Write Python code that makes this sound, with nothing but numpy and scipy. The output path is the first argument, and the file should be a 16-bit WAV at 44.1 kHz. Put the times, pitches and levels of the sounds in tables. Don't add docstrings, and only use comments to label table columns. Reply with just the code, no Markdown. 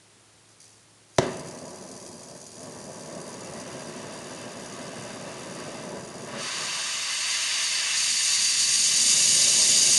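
import sys
import numpy as np
from scipy import signal
from scipy.fft import rfft, irfft, next_fast_len
from scipy.io import wavfile
from scipy.ndimage import uniform_filter1d

SR = 44100
rng = np.random.default_rng(int(sys.argv[2]) if len(sys.argv) > 2 else 0)


def gain_from_db(level_db):
    decades = np.asarray(level_db, float) / 20
    return 10 ** decades


def to_wav(s):
    ch = np.atleast_2d(s).T
    pcm = np.round(np.clip(ch, -1, 1) * 32767)
    wavfile.write(sys.argv[1], SR, pcm.astype(np.int16))


N = 440118
TIME = np.arange(N) / SR
PADDED = next_fast_len(N, True)


def shape(x, tone):
    hz, db = np.transpose(tone)
    f = np.maximum(np.fft.rfftfreq(PADDED, 1 / SR), 1)
    gain = gain_from_db(np.interp(np.log(f), np.log(hz), db, left=-90, right=-90))
    return irfft(rfft(x, PADDED) * gain, PADDED)[:N]


def level(x, lo_hz, hi_hz):
    band = slice(int(lo_hz * PADDED / SR), int(hi_hz * PADDED / SR))
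    power = np.abs(rfft(x, PADDED)[band]) ** 2
    return x * np.sqrt(N * PADDED / (2 * power.sum()))


def bumps(x, modes):
    f = np.fft.rfftfreq(4096, 1 / SR)
    db = sum(d / (1 + (2 * (f - hz) / width) ** 2) for hz, width, d in modes)
    cepstrum = irfft(np.log(gain_from_db(db)))
    cepstrum[1:2048] *= 2
    cepstrum[2049:] = 0
    response = irfft(np.exp(rfft(cepstrum)))
    return signal.fftconvolve(x, response)[:N]


def walk(rate):
    hold = int(SR / rate)
    steps = np.repeat(rng.standard_normal(4000)[:N // hold + 1], hold)
    return 1.3 * uniform_filter1d(uniform_filter1d(steps, hold), hold)[:N]


def play(table, fade_s):
    s, *columns = np.transpose(table)
    gate = np.clip(np.minimum(TIME - s[0] + fade_s, s[-1] + fade_s - TIME) / fade_s, 0, 1)
    return [gate * gain_from_db(np.interp(TIME, s, column)) for column in columns]


def turbulence(tone, lumps_db):
    return shape(gain_from_db(lumps_db) * rng.standard_normal(N), tone)


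# frequency in Hz, density in dB per Hz.
FLOOR_TONE = [(12, -51), (20, -21), (69, -11), (111, -2), (248, -8.5), (343, -6), (499, -9.5), (2630, -15),
              (6720, -14.5), (7480, -13.5), (8100, -14.5), (10300, -15), (12100, -38), (15700, -66),
              (22000, -120)]
# frequency in Hz, level in dB rms.
HUM = [(107.7, -71)]


def floor():
    air = bumps(shape(rng.standard_normal(N), FLOOR_TONE), [(7700, 200, -8), (110, 30, -5)])
    sound = gain_from_db(-57) * level(air, 20, 12300)
    wobble = np.cumsum(1 + 0.007 * walk(3.4)) / SR
    for hz, db in HUM:
        sound += np.sqrt(2) * gain_from_db(db + 3.5 + .8 * walk(5)) * np.sin(2 * np.pi * hz * wobble)
    return sound


# start in seconds, peak in dB, length in seconds, fade in dB per second.
SPITS = [
    (0.4894, -47, .045, 90),
    (0.602, -36.5, .23, 81),
]
# time in seconds, hiss in dB.
LEAK = [
    (1.1, -68),
    (1.15, -58),
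    (1.18, -52),
    (1.2, -57),
]
# time in seconds, hiss in dB.
VALVE = [
    (1.23, -44),
    (1.45, -49.5),
    (1.6, -47),
    (2.31, -48.5),
    (2.94, -47),
    (5.81, -47),
    (5.98, -49),
    (6.35, -46.5),
]
# time in seconds, flutter in Hz.
FLUTTER = [(0, 79), (2, 77.77), (4, 76.67), (6.5, 76.16)]
# time in seconds, puff-to-puff spread in dB.
SCATTER = [(1.2, 2.5), (2.2, 2), (6.4, 1.5)]
# frequency in Hz, density in dB per Hz.
VALVE_TONE = [(1470, -48), (2500, -4.5), (2970, -34), (3210, -4), (3570, -16), (3810, -11.5), (4440, 1.5),
              (4740, 0), (5130, -5), (6140, 0), (7530, -4.5), (10100, -4), (12100, -22.5), (15700, -55),
              (22000, -120)]
# frequency in Hz, width in Hz, gain in dB.
NOZZLE = [(4903, 106, 7), (5010, 50, -7), (4760, 120, 3.5), (5110, 150, -3), (5960, 300, 5.5),
          (6200, 83, -7), (6420, 90, 4), (6460, 150, -6), (6740, 200, 7.5), (5250, 200, 3), (5660, 110, -6),
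          (10000, 260, 5), (4490, 200, -6.5)]


def valve():
    pressure = walk(11)
    flutter_hz = np.interp(TIME, *np.transpose(FLUTTER)) * (1 + 0.0165 * pressure)
    turns = np.cumsum(flutter_hz) / SR + 0.26
    phase = turns % 1
    chance = rng.standard_normal(N // 100)
    spread_db = np.interp(TIME, *np.transpose(SCATTER))
    puff = gain_from_db(spread_db * chance[turns.astype(int)]) * (1 - np.exp(-phase / 0.13)) * np.exp(-phase / 0.43)
    stream = puff + 0.035 * gain_from_db(0.93 * walk(30))
    flow = play(LEAK + VALVE, 0.056)[0] * stream / np.sqrt(np.mean(stream ** 2))
    flow *= gain_from_db(0.6 * (spread_db - SCATTER[-1][1]) * pressure * (TIME > 1.2))
    spit_hz = FLUTTER[0][1]
    for s, db, length_s, fade in SPITS:
        since = TIME[:SR] - s
        cycle = since * spit_hz
        age = cycle % 1 / spit_hz
        size_db = db - 5.0 - fade * since + 1.8 * chance[cycle.astype(int)]
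        size_db -= 0.5 * (cycle // 1 % 2)
        spit = gain_from_db(size_db) * np.minimum(age / 0.0012, 1) * np.exp(-age / 0.0056)
        flow[:SR] += (since > 0) * (since < length_s) * spit
    hiss = level(shape(rng.standard_normal(N), VALVE_TONE), 4040, 12000)
    return bumps(flow * hiss, NOZZLE)


# start in seconds, crack in dB, thump in dB, thump length in seconds.
BURSTS = [
    (1.1826, -33, -40, .001),
    (1.1834, -18, -42, .001),
    (1.1841, -8, -9, 0.00057),
    (1.1854, -14, -6, 0.00088),
    (1.1867, -11, 1.5, 0.0012),
    (1.188, -38, -6.5, 0.0021),
    (1.1938, -40, -9, 0.0017),
]
# frequency in Hz, level in dB, 60 dB decay time in seconds.
POP_MODES = [(151, -10, 0.09), (382, 13, 0.031), (590, 0, 0.028), (1410, -13, .03), (2010, -10, .08)]
# frequency in Hz, density in dB per Hz.
CRACK_TONE = [(300, -18), (1000, 0.5), (2500, 2), (4500, -1), (6000, 2.5), (8000, -9), (10500, -17.5),
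              (12500, -41)]
# frequency in Hz, density in dB per Hz.
WHOOSH_TONE = [(900, -30), (1400, 3), (1900, 1), (2400, -11), (3200, -25)]


def pop():
    noise, crack, thump = rng.standard_normal(N), np.zeros(N), np.zeros(N)
    for s, crack_db, thump_db, length_s in BURSTS:
        age = np.maximum(TIME[:2 * SR] - s, 0)
        crack[:2 * SR] += gain_from_db(crack_db) * np.minimum(age / 0.00039, 1) * np.exp(-age / 0.00097)
        thump[:2 * SR] -= gain_from_db(thump_db) * np.sin(np.pi * np.minimum(age / length_s, 1)) ** 2
    crack *= level(shape(noise, CRACK_TONE), 300, 12500)
    thump = signal.sosfilt(signal.butter(N=2, Wn=170, btype="high", fs=SR, output="sos"), thump)
    t = TIME[:SR // 2]
    ring = sum(gain_from_db(db - 60 * t / t60) * np.sin(2 * np.pi * hz * t) for hz, db, t60 in POP_MODES)
    ringing = gain_from_db(-50.0) * signal.fftconvolve(thump, ring)[:N]
    age = np.maximum(TIME - 1.19, 0)
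    whoosh = gain_from_db(-39.5 - 60 * age / .8) * np.minimum(age / 0.011, 1)
    whoosh *= level(shape(noise, WHOOSH_TONE), 900, 3200)
    return crack + whoosh + thump + ringing


# time in seconds, size in dB, sharpness in dB.
FLAME = [(1.205, -40.5, 6), (1.41, -37.5, 1.5), (1.6, -40, 0), (1.85, -42, -1), (2.39, -47, -1),
         (2.52, -51.5, 2.5), (2.64, -41, -0.5), (2.97, -40, 0), (3.44, -38.5, 3), (3.78, -38.5, 4.5),
         (4.55, -39.5, 5.5), (5.8, -37.5, 5.5), (5.97, -36, 1.5), (6.25, -39.5, 3.5), (6.39, -38, -1),
         (6.52, -57, -6), (6.6, -45.5, -17), (6.9, -69, 10)]
# level in dB against size, slope in dB per dB of sharpness.
FLAME_LAW = [(0, 0), (-12, 0.89), (-21, 1.8)]
# rumble in dB, roar in dB, rush in dB.
FLASH_MIX = (-0.5, -14, -18.5)


def burning():
    size, sharp = play(FLAME, 0.0044)
    rise_s = 0.028
    age = np.maximum(TIME - 1.2, 0)
    flare = np.minimum(age / rise_s, 1) * gain_from_db(-24.5 - 60 * np.maximum(age - rise_s, 0) / 0.23)
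    return [size * gain_from_db(db) * sharp ** slope + flare * gain_from_db(mix_db) + share
            for (db, slope), mix_db, share in zip(FLAME_LAW, FLASH_MIX, oxygen())]


# frequency in Hz, density in dB per Hz.
RUMBLE_TONE = [(15, -61), (25, -23), (54, -21), (154, -0.5), (235, -1.5), (297, -4), (376, -1), (461, -5.5),
               (554, 1.5), (667, -6.5), (751, -6), (1090, -14), (1400, -36), (1820, -26), (3080, -120)]
# frequency in Hz, density in dB per Hz.
ROAR_TONE = [(400, -17), (700, -6.5), (900, -7.5), (1150, 0), (1500, 0.5), (2200, -10.5), (4000, -28)]
# frequency in Hz, density in dB per Hz.
RUSH_TONE = [(900, -18.5), (1500, -6), (2000, -0.5), (2800, 0), (3600, -1), (5000, -5), (9000, -17)]


def flame():
    rumble, roar, rush = burning()
    flicker = walk(18)
    low = level(turbulence(RUMBLE_TONE, .5 * flicker + 1.0 * walk(60)), 100, 1100)
    middle = level(turbulence(ROAR_TONE, 0.59 * flicker + 0.84 * walk(70)), 690, 1586)
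    high = level(turbulence(RUSH_TONE, .5 * flicker + 0.44 * walk(180)), 1400, 3490)
    return rumble * low + roar * middle + rush * high


# time in seconds, hiss in dB.
JET = [
    (6.24, -64),
    (6.39, -40.5),
    (6.44, -36),
    (7.38, -30),
    (7.94, -29.5),
    (7.97, -26),
    (9.14, -20),
    (9.5, -19),
    (9.98, -18.5),
]
# top in dB, best jet level in dB, slope below and slope above in dB per dB.
ROAR_LAW = (-38.5, -37, 0.5, 0.54)
RUSH_LAW = (-30.5, -29, 0.98, 0.4)
BUFFET_LAW = (-48.5, -40.5, 6, 2.8)
# top in dB, best jet level in dB, slope below and
# slope above in dB per dB.
THROB_LAW = (-47.5, -20.5, 4, 2)
# rumble in dB, roar in dB, rush in dB, buffet in dB.
STIR_MIX = (0, -18, -33, -9.5)


def oxygen():
    jet_db = np.interp(TIME, *np.transpose(JET))
    opened = np.clip((TIME - JET[0][0]) / 0.056, 0, 1)

    def law(top, best, below, above):
        return gain_from_db(top - below * np.maximum(best - jet_db, 0) - above * np.maximum(jet_db - best, 0))

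    stir = gain_from_db(-56 + 3.22 * np.maximum(jet_db + 23.5, 0))
    layers = (0, law(*ROAR_LAW), law(*RUSH_LAW), law(*BUFFET_LAW) + law(*THROB_LAW))
    return [opened * (own + stir * gain_from_db(db)) for own, db in zip(layers, STIR_MIX)]


# frequency in Hz, density in dB per Hz.
JET_TONE = [(1470, -35), (2500, -24), (2820, -9.5), (3340, -11), (4270, -1.5), (4560, -0.5), (5270, -7),
            (6820, 0), (7830, -10.5), (8420, -6), (9680, -8), (10800, -14.5), (12100, -33), (15700, -61),
            (22000, -120)]
# frequency in Hz, density in dB per Hz.
BUFFET_TONE = [(20, -30), (50, -24), (110, -3), (180, -1), (300, -5), (600, -30)]
# frequency in Hz, width in Hz, gain in dB.
HARD = [(2250, 170, 18), (4400, 630, -5), (4850, 140, 3.5), (6900, 270, 2)]
# start in seconds, end in seconds.
HARDEN_S = (8.5, 9.1)


def jet():
    soft = level(turbulence(JET_TONE, 0.71 * walk(25) + 0.72 * walk(180)), 4150, 11600)
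    share = np.interp(TIME, HARDEN_S, (0, 1))
    hiss = (1 - share) * soft + share * bumps(soft, HARD)
    catch = np.clip((TIME - 6.35) / .04, 0, 1)
    buffet = level(turbulence(BUFFET_TONE, 2.0 * walk(30)), 40, 224)
    return play(JET, 0.041)[0] * catch * hiss + gain_from_db(-3.0) * oxygen()[-1] * buffet


# 60 dB decay time in seconds, level in dB,
# lowest frequency in Hz, highest frequency in Hz.
SHOP = [
    (.04, -13, 1470, 12000),
    (.2, -8.5, 1230, 12000),
    (.6, -9, 60, 1500),
]
# frequency in Hz, width in Hz, gain in dB.
PLACE = [(109, 6.9, 1), (166, 11, 3), (251, 15, 2), (1026, 100, 2), (1847, 260, 0.5), (303, 17, -4),
         (391, 42, 2.5), (490, 31, -5.5), (662, 88, 3), (737, 150, -4), (1419, 154, -10), (2505, 360, -3.5),
         (3260, 230, -4), (4215, 310, -4), (5000, 160, -1.5), (6050, 180, 0.5), (6430, 540, 1.5),
         (7610, 113, -17.5), (7510, 130, 3.5), (8390, 240, 4), (8840, 200, -4.5), (9200, 230, 1),
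         (10500, 250, 2.5), (10800, 220, -3.5)]


def shop(x):
    t = np.arange(SR // 2) / SR
    echoes = 1. * (t == 0)
    for t60, db, lo_hz, hi_hz in SHOP:
        tail = rng.standard_normal(len(t)) * gain_from_db(-60 * t / t60) * np.clip(t / .003, 0, 1)
        tail = gain_from_db(db) * tail / np.sqrt(np.sum(tail ** 2))
        band = signal.butter(N=1, Wn=[lo_hz, hi_hz], btype="band", fs=SR, output="sos")
        echoes += signal.sosfilt(band, tail)
    return bumps(signal.fftconvolve(x, echoes)[:N], PLACE)


# frequency in Hz, width in Hz, gain in dB.
TIP = [(11450, 260, 4), (2170, 86, -2.5), (2740, 330, 5.5), (3220, 290, -2), (3630, 100, 2),
       (4100, 280, -2), (4620, 270, 5.5), (5460, 120, 4.5)]


def scene():
    burner = bumps(flame() + jet(), TIP)
    mono = shop(gain_from_db(-1.5) * (valve() + burner) + pop()) + floor()
    return np.array([mono, mono])


def top_cut(x):
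    return signal.sosfilt(signal.butter(12, 12260, fs=SR, output="sos"), x)


def record(dry):
    port = signal.butter(N=2, Wn=45, btype="high", fs=SR, output="sos")
    top = signal.ellip(6, .2, 50, 12330, fs=SR, output="sos")
    mix = signal.sosfilt(np.vstack([port, top]), dry)
    return top_cut(mix)


dry = scene()
out = record(dry)
to_wav(out)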